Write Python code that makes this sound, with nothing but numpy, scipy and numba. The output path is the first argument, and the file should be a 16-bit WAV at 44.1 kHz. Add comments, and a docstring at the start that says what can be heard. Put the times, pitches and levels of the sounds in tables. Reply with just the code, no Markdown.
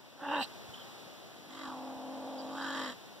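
"""In a forest, a marten in the fork of a mossy tree gives one harsh squawk, then a long fluttering
growl whose mouth opens, closes and opens again into a snarl. Its voice is uneven vocal pulses and
breath ringing in the throat and mouth, reflected off the trunks. Faint squeaks and soft bumps lie over
the steady far hiss of the forest. The stereo microphone has two unequal ports, and the recorder
widens the image by delayed cross-feed."""
import sys
import numpy as np
from scipy import signal
from scipy.fft import rfft, irfft
from scipy.io import wavfile
from scipy.ndimage import uniform_filter1d
from numba import njit

SR = 44100
rng = np.random.default_rng(int(sys.argv[2]) if len(sys.argv) > 2 else 0)


def materialize(psi):
    """Save the field psi as 16-bit PCM at rate SR to the path in sys.argv[1].

    A 1-D psi becomes a single channel; in a 2-D psi each row is a channel.
    """
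    bounded = np.clip(np.atleast_2d(psi).T, -1, 1)
    quanta = np.round(bounded * 32767).astype(np.int16)
    wavfile.write(sys.argv[1], SR, quanta)


N = 141120
T = np.arange(N) / SR
BIN_HZ = np.arange(N // 2 + 1) * SR / N


def from_db(db):
    """Decibels to gain."""
    return 10 ** (np.asarray(db) / 20)


def rms_one(x):
    """Scale to rms 1."""
    return x / np.sqrt(np.mean(x ** 2) + 1e-20)


def in_time(rows):
    """Each column after time_s as a curve in time."""
    time_s, *columns = np.transpose(rows)
    return [np.interp(T, time_s, column) for column in columns]


def at_bins(points):
    """A table over log frequency, read at every spectral bin."""
    hz, value = np.transpose(points)
    return np.interp(np.log(BIN_HZ + 1), np.log(hz), value)


def cut(x, hz, kind, order=2):
    """Butterworth filter; kind names the side that passes."""
    return signal.sosfilt(signal.butter(order, hz, kind, fs=SR, output="sos"), x)


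def drift(hz):
    """Random wander below hz, of rms 1."""
    return rms_one(cut(rng.standard_normal(N + SR), hz, "low")[SR:])


def even(x):
    """Hold the rms at 1 over about one flutter beat."""
    return x / np.sqrt(np.abs(uniform_filter1d(x * x, size=1000)) + 1e-12)


def swell(start_s, length_s):
    """A rounded rise and fall."""
    return np.sin(np.pi * np.clip((T - start_s) / length_s, 0, 1))


def sounding(rows):
    """A soft-edged gate, open from a call's first row to its last."""
    return uniform_filter1d(1. * (T > rows[0][0]) * (T < rows[-1][0]), size=400)


def forest_hiss():
    """Smooth far noise, alike at both microphone ports around 500 Hz."""
    # colour of the hiss: frequency_hz, relative_db
    spectrum = [(25, -34), (60, -23.5), (120, -1.5), (250, 2.5), (500, -2.5), (800, -2), (1300, -4.5),
                (2200, -7), (3600, -4.5), (5500, -10), (8500, -19), (12000, -21), (15500, -22)]
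    # its slow rise and fall: time_s, level_db
    loudness = [(0, -58), (.15, -58), (.45, -52.5), (.85, -52), (1.3, -54.5), (2.1, -54.5), (3.0, -54),
                (3.2, -55)]
    # its likeness at the two ports: frequency_hz, correlation
    likeness = [(100, 0.046), (500, 1), (1200, 0), (3000, 0), (8000, 0.0094)]
    # the side it leans to: frequency_hz, left_minus_right_db
    lean = [(150, -4), (600, 13.5), (1800, -3.5), (4000, 8)]
    alike = np.clip(at_bins(likeness), -.99, .99)
    mid, side = rfft(rng.standard_normal((2, N))) * from_db(at_bins(spectrum))
    ports = np.sqrt(1 + alike) * mid + np.sqrt(1 - alike) * side * [[1], [-1]]
    ports *= from_db(at_bins(lean) * [[.5], [-.5]])
    return from_db(in_time(loudness)[0]) * rms_one(irfft(ports, N))


def bumps():
    """Soft, dull knocks, each a brief swell of one tone."""
    # the knocks: start_s, length_s, pitch_hz, level_db
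    knocks = [(.68, 0.025, 110, -55), (.865, 0.028, 820, -59), (1.06, 0.018, 178, -52.5),
              (1.657, .05, 60, -70.5), (1.961, 0.012, 163.6, -55)]
    return sum(from_db(db) * swell(start, length) ** 2 * np.sin(2 * np.pi * hz * (T - start))
               for start, length, hz, db in knocks)


def scatter(x, t60_s):
    """A dense dying spray of reflections, of unit energy, starting 1 ms after the direct sound."""
    tail = rng.standard_normal(SR) * from_db(-60 * T[:SR] / t60_s) * (T[:SR] > .001)
    return signal.fftconvolve(x, tail / np.linalg.norm(tail))[:N]


def reflections(call):
    """Quick reflections off the near trunks, wide in the treble, and the forest's faint longer tail."""
    bark_t60_s, forest_t60_s = .012, .48
    bright, treble = cut(call, 680, "high"), cut(call, 2850, "high", order=1)
    bark_mid = from_db(-9.5) * scatter(bright, bark_t60_s)
    bark_side = from_db(-1) * scatter(treble, bark_t60_s) * [[1], [-1]]
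    forest = from_db(-23.5) * np.array([scatter(bright, forest_t60_s) for _ in range(2)])
    return bark_mid + bark_side + forest


def squeaks():
    """Thin, wavering whistles, each a short glide."""
    # the whistles: start_s, length_s, from_hz, to_hz, level_db
    whistles = [(0.734, 0.018, 3100, 3040, -49), (0.747, 0.021, 3220, 3300, -55),
                (.771, 0.019, 3060, 3260, -55), (0.791, 0.018, 3350, 3280, -56),
                (0.805, 0.025, 3140, 3075, -55), (2.373, 0.054, 4960, 4440, -56)]
    waver = 1 + .05 * drift(470)
    sound = np.zeros(N)
    for start, length, from_hz, to_hz, db in whistles:
        hz = np.interp(T, [start, start + length], [from_hz, to_hz]) * waver
        sound += from_db(db) * swell(start, length) * np.sin(2 * np.pi * np.cumsum(hz) / SR)
    return sound


@njit
def resonate(x, angle, radius):
    """Two-pole resonance with a moving centre."""
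    y = np.zeros(len(x))
    for i in range(2, len(x)):
        drive = (1 - radius * radius) / 2 * (x[i] - x[i - 2])
        y[i] = drive + 2 * radius * np.cos(angle[i]) * y[i - 1] - radius * radius * y[i - 2]
    return y


def formant(x, hz, width_hz):
    """A throat resonance applied twice for steep skirts; rms 1."""
    angle = 2 * np.pi * hz / SR * np.ones(N)
    radius = np.exp(-np.pi * width_hz / SR)
    return rms_one(resonate(resonate(x, angle, radius), angle, radius))


def bank(x, rows):
    """Fixed resonances side by side."""
    return sum(from_db(db) * formant(x, hz, width_hz) for hz, width_hz, db in rows)


def vocal_folds(hz, beat, swing, jitter, jitter_hz, shimmer_db):
    """Folds pulled by the flutter: the fundamental, uneven pulses, and air let through in each cycle."""
    steady = np.cumsum(hz) / SR
    wander = np.cumsum(hz * (swing * beat + jitter * drift(jitter_hz))) / SR
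    sway = cut(wander, 12, "high")
    cycles = steady + sway
    strength = from_db(shimmer_db * drift(375))
    pulses = np.diff(np.floor(np.maximum.accumulate(cycles)), prepend=0) * strength
    air = rng.standard_normal(N) * np.exp(-2.2 * (cycles % 1)) * strength
    tone = np.sqrt(2) * np.cos(2 * np.pi * (steady + .68 * sway))  # takes only part of the sway
    return tone, rms_one(pulses), rms_one(air)


def spit():
    """A short burst of bright noise that ends the squawk."""
    # its rise and fall: time_s, level_db
    loudness = [(.33, -94), (.385, -73), (.415, -60), (.44, -57.5), (.46, -91)]
    # its resonances: centre_hz, width_hz, relative_db
    bands = [(4870, 1500, -6), (8150, 650, 4), (12700, 3200, -4)]
    return from_db(in_time(loudness)[0]) * rms_one(bank(rng.standard_normal(N), bands))


def squawk():
    """A harsh short call of pulses and breath whose pitch drops as it ends in a spit."""
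    # course of the call: time_s, pitch_hz, fundamental_db, throat_db, treble_db
    call = [(.14, 270, -65, -78, -93), (.213, 275.3, -67, -55, -76), (.221, 278.3, -46, -50, -62),
            (.25, 293, -51.5, -45, -59), (.28, 275.7, -43.5, -44.5, -52), (.335, 302, -43, -37.5, -43.5),
            (.395, 279.3, -41.5, -39.5, -46), (.422, 243, -43, -43, -40), (.443, 225, -82, -62, -40),
            (.462, 222.1, -73, -58, -67)]
    # moving resonances: time_s, first_hz, second_hz, upper_hz, upper_relative_db
    mouth = [(.22, 806, 1580, 3400, -2), (.33, 880, 1610, 3500, -11), (.39, 875, 1690, 3850, -4),
             (.425, 770, 1760, 4180, -2), (.45, 820, 1660, 4160, 8.5)]
    # fixed treble resonances: centre_hz, width_hz, relative_db
    treble_bands = [(2820, 330, 1), (5400, 1200, -26), (8300, 900, -32)]
    hz, tone_db, throat_db, treble_db = in_time(call)
    first_hz, second_hz, upper_hz, upper_db = in_time(mouth)
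    flutter_hz = 112 * (1 + .18 * drift(32))
    beat = np.sin(2 * np.pi * np.cumsum(flutter_hz) / SR)
    tone, pulses, air = vocal_folds(hz, beat, swing=.06, jitter=.06, jitter_hz=150, shimmer_db=1.8)
    voice = (pulses + 1.25 * air) * (1 + .13 * beat)
    rasp = (.5 * pulses + air) * (1 + .099 * beat)
    throat = (formant(voice, first_hz, width_hz=270)
              - from_db(-3) * formant(voice, second_hz, width_hz=550)
              + from_db(-3.5) * formant(voice, 580, width_hz=310))
    treble = from_db(upper_db) * formant(rasp, upper_hz, width_hz=570) + bank(rasp, treble_bands)
    return sounding(call) * (from_db(tone_db) * tone + from_db(throat_db) * even(throat)
                             + from_db(treble_db) * even(treble) + spit())


def growl():
    """A low voice chopped by a flutter; each beat starts with a wet snap, bright with the mouth open."""
    # course of the call: time_s, pitch_hz, fundamental_db, throat_db, treble_db
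    call = [(1.34, 248.2, -67, -95, -97), (1.37, 250.1, -62, -105, -70), (1.46, 252.8, -61, -95, -93),
            (1.5, 262.7, -55, -62, -63.5), (1.59, 264.9, -53, -55, -59), (1.66, 270.3, -47, -50.5, -58),
            (1.76, 259.4, -48, -52, -69), (1.89, 260.4, -45.5, -52.5, -72),
            (1.98, 262.2, -49.5, -53.5, -93), (2.1, 265, -45.5, -52, -69), (2.33, 265.9, -46.5, -50, -66.5),
            (2.52, 267, -45.5, -51, -62.5), (2.62, 273.7, -44.5, -45, -53),
            (2.81, 266.5, -43.5, -43.5, -50), (2.9, 255, -46.5, -47.5, -52),
            (2.93, 251.8, -53, -55.5, -58.5), (2.96, 249.3, -84, -81, -85)]
    # resonances as the mouth moves: time_s, first_hz, second_hz, second_relative_db, nasal_relative_db
    mouth = [(1.5, 930, 2040, -3, -7), (1.62, 1070, 2000, -2, -5), (1.69, 860, 1580, -11, -18),
             (1.75, 760, 1030, -7, -11), (1.86, 646, 966, -7.5, -4), (2.45, 646, 990, -2.5, 15),
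             (2.53, 756.3, 1267, -28, 1.5), (2.58, 816.3, 1630, -4, -15), (2.66, 890, 1614, 4, -4),
             (2.8, 929.2, 1852, -0.5, -4), (2.92, 900.6, 1840, 1.5, 2.5)]
    # fixed treble resonances: centre_hz, width_hz, relative_db
    treble_bands = [(3310, 1300, 9), (3855, 920, 1.5), (5090, 430, 1.5), (6000, 1240, 0), (6880, 790, -5),
                    (12300, 1900, -16)]
    # flutter of the throat: time_s, rate_hz, depth
    flutter = [(1.4, 49, 1.4), (1.58, 49, 0.68), (1.8, 42, 0.3), (2.2, 45, 0.1), (2.9, 46.9, 0.29)]
    hz, hum_db, throat_db, treble_db = in_time(call)
    first_hz, second_hz, second_db, nasal_db = in_time(mouth)
    flutter_hz, depth = in_time(flutter)
    beats = np.cumsum(flutter_hz * (1 + .05 * drift(25))) / SR
    beat = np.sin(2 * np.pi * beats)
    snap = np.exp(-3 * (beats % 1))
    hz *= 1 + .01 * drift(14)
    tone, pulses, air = vocal_folds(hz, beat, swing=.11, jitter=.055, jitter_hz=160, shimmer_db=2)
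    voice = (pulses + .6 * air) * (1 + .45 * depth * beat)
    rasp = (pulses + 1.75 * air) * (depth * snap + .23)  # some rasp stays between beats
    throat = (formant(voice, first_hz, width_hz=640)
              - from_db(second_db) * formant(voice, second_hz, width_hz=400)
              + from_db(nasal_db) * formant(voice, 560, width_hz=340))
    chest_rumble = from_db(-18.5) * formant(air, 260, width_hz=164)
    hum = (tone + chest_rumble) * (1 + depth * beat)
    return sounding(call) * (from_db(hum_db) * even(hum) + from_db(throat_db) * even(throat)
                             + from_db(treble_db) * even(bank(rasp, treble_bands)))


def scene():
    """The marten between the trunks, centred on the microphone, with the forest around it."""
    marten = cut(squawk() + growl() + squeaks(), 93, "high")
    return marten + reflections(marten) + bumps() + forest_hiss()


def record(dry):
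    """Two unequal microphone ports; each channel has the other subtracted a moment later to widen it."""
    # imbalance of the ports: frequency_hz, right_minus_left_db
    port_tilt = [(200, -2.4), (1200, 5.5), (2400, -3.2), (4200, 8.5), (9000, 8), (15000, 16.5)]
    cross_share, delay_samples = .67, 20
    rumble_cut_hz, top_cut_hz = 19, 15700
    ports = irfft(rfft(dry) * from_db(at_bins(port_tilt) * [[-.5], [.5]]), N)
    opposite = cut(ports[::-1], 113, "high", order=1)
    delayed = np.pad(opposite, ((0, 0), (delay_samples, 0)))[:, :N]
    wide = ports - cross_share * delayed
    bass_lift = 1.22 * cut(wide, 470, "low", order=1)
    warm = cut(wide + bass_lift, rumble_cut_hz, "high")
    return irfft(rfft(warm) / (1 + (BIN_HZ / top_cut_hz) ** 300), N)


dry = scene()
out = record(dry)
materialize(out)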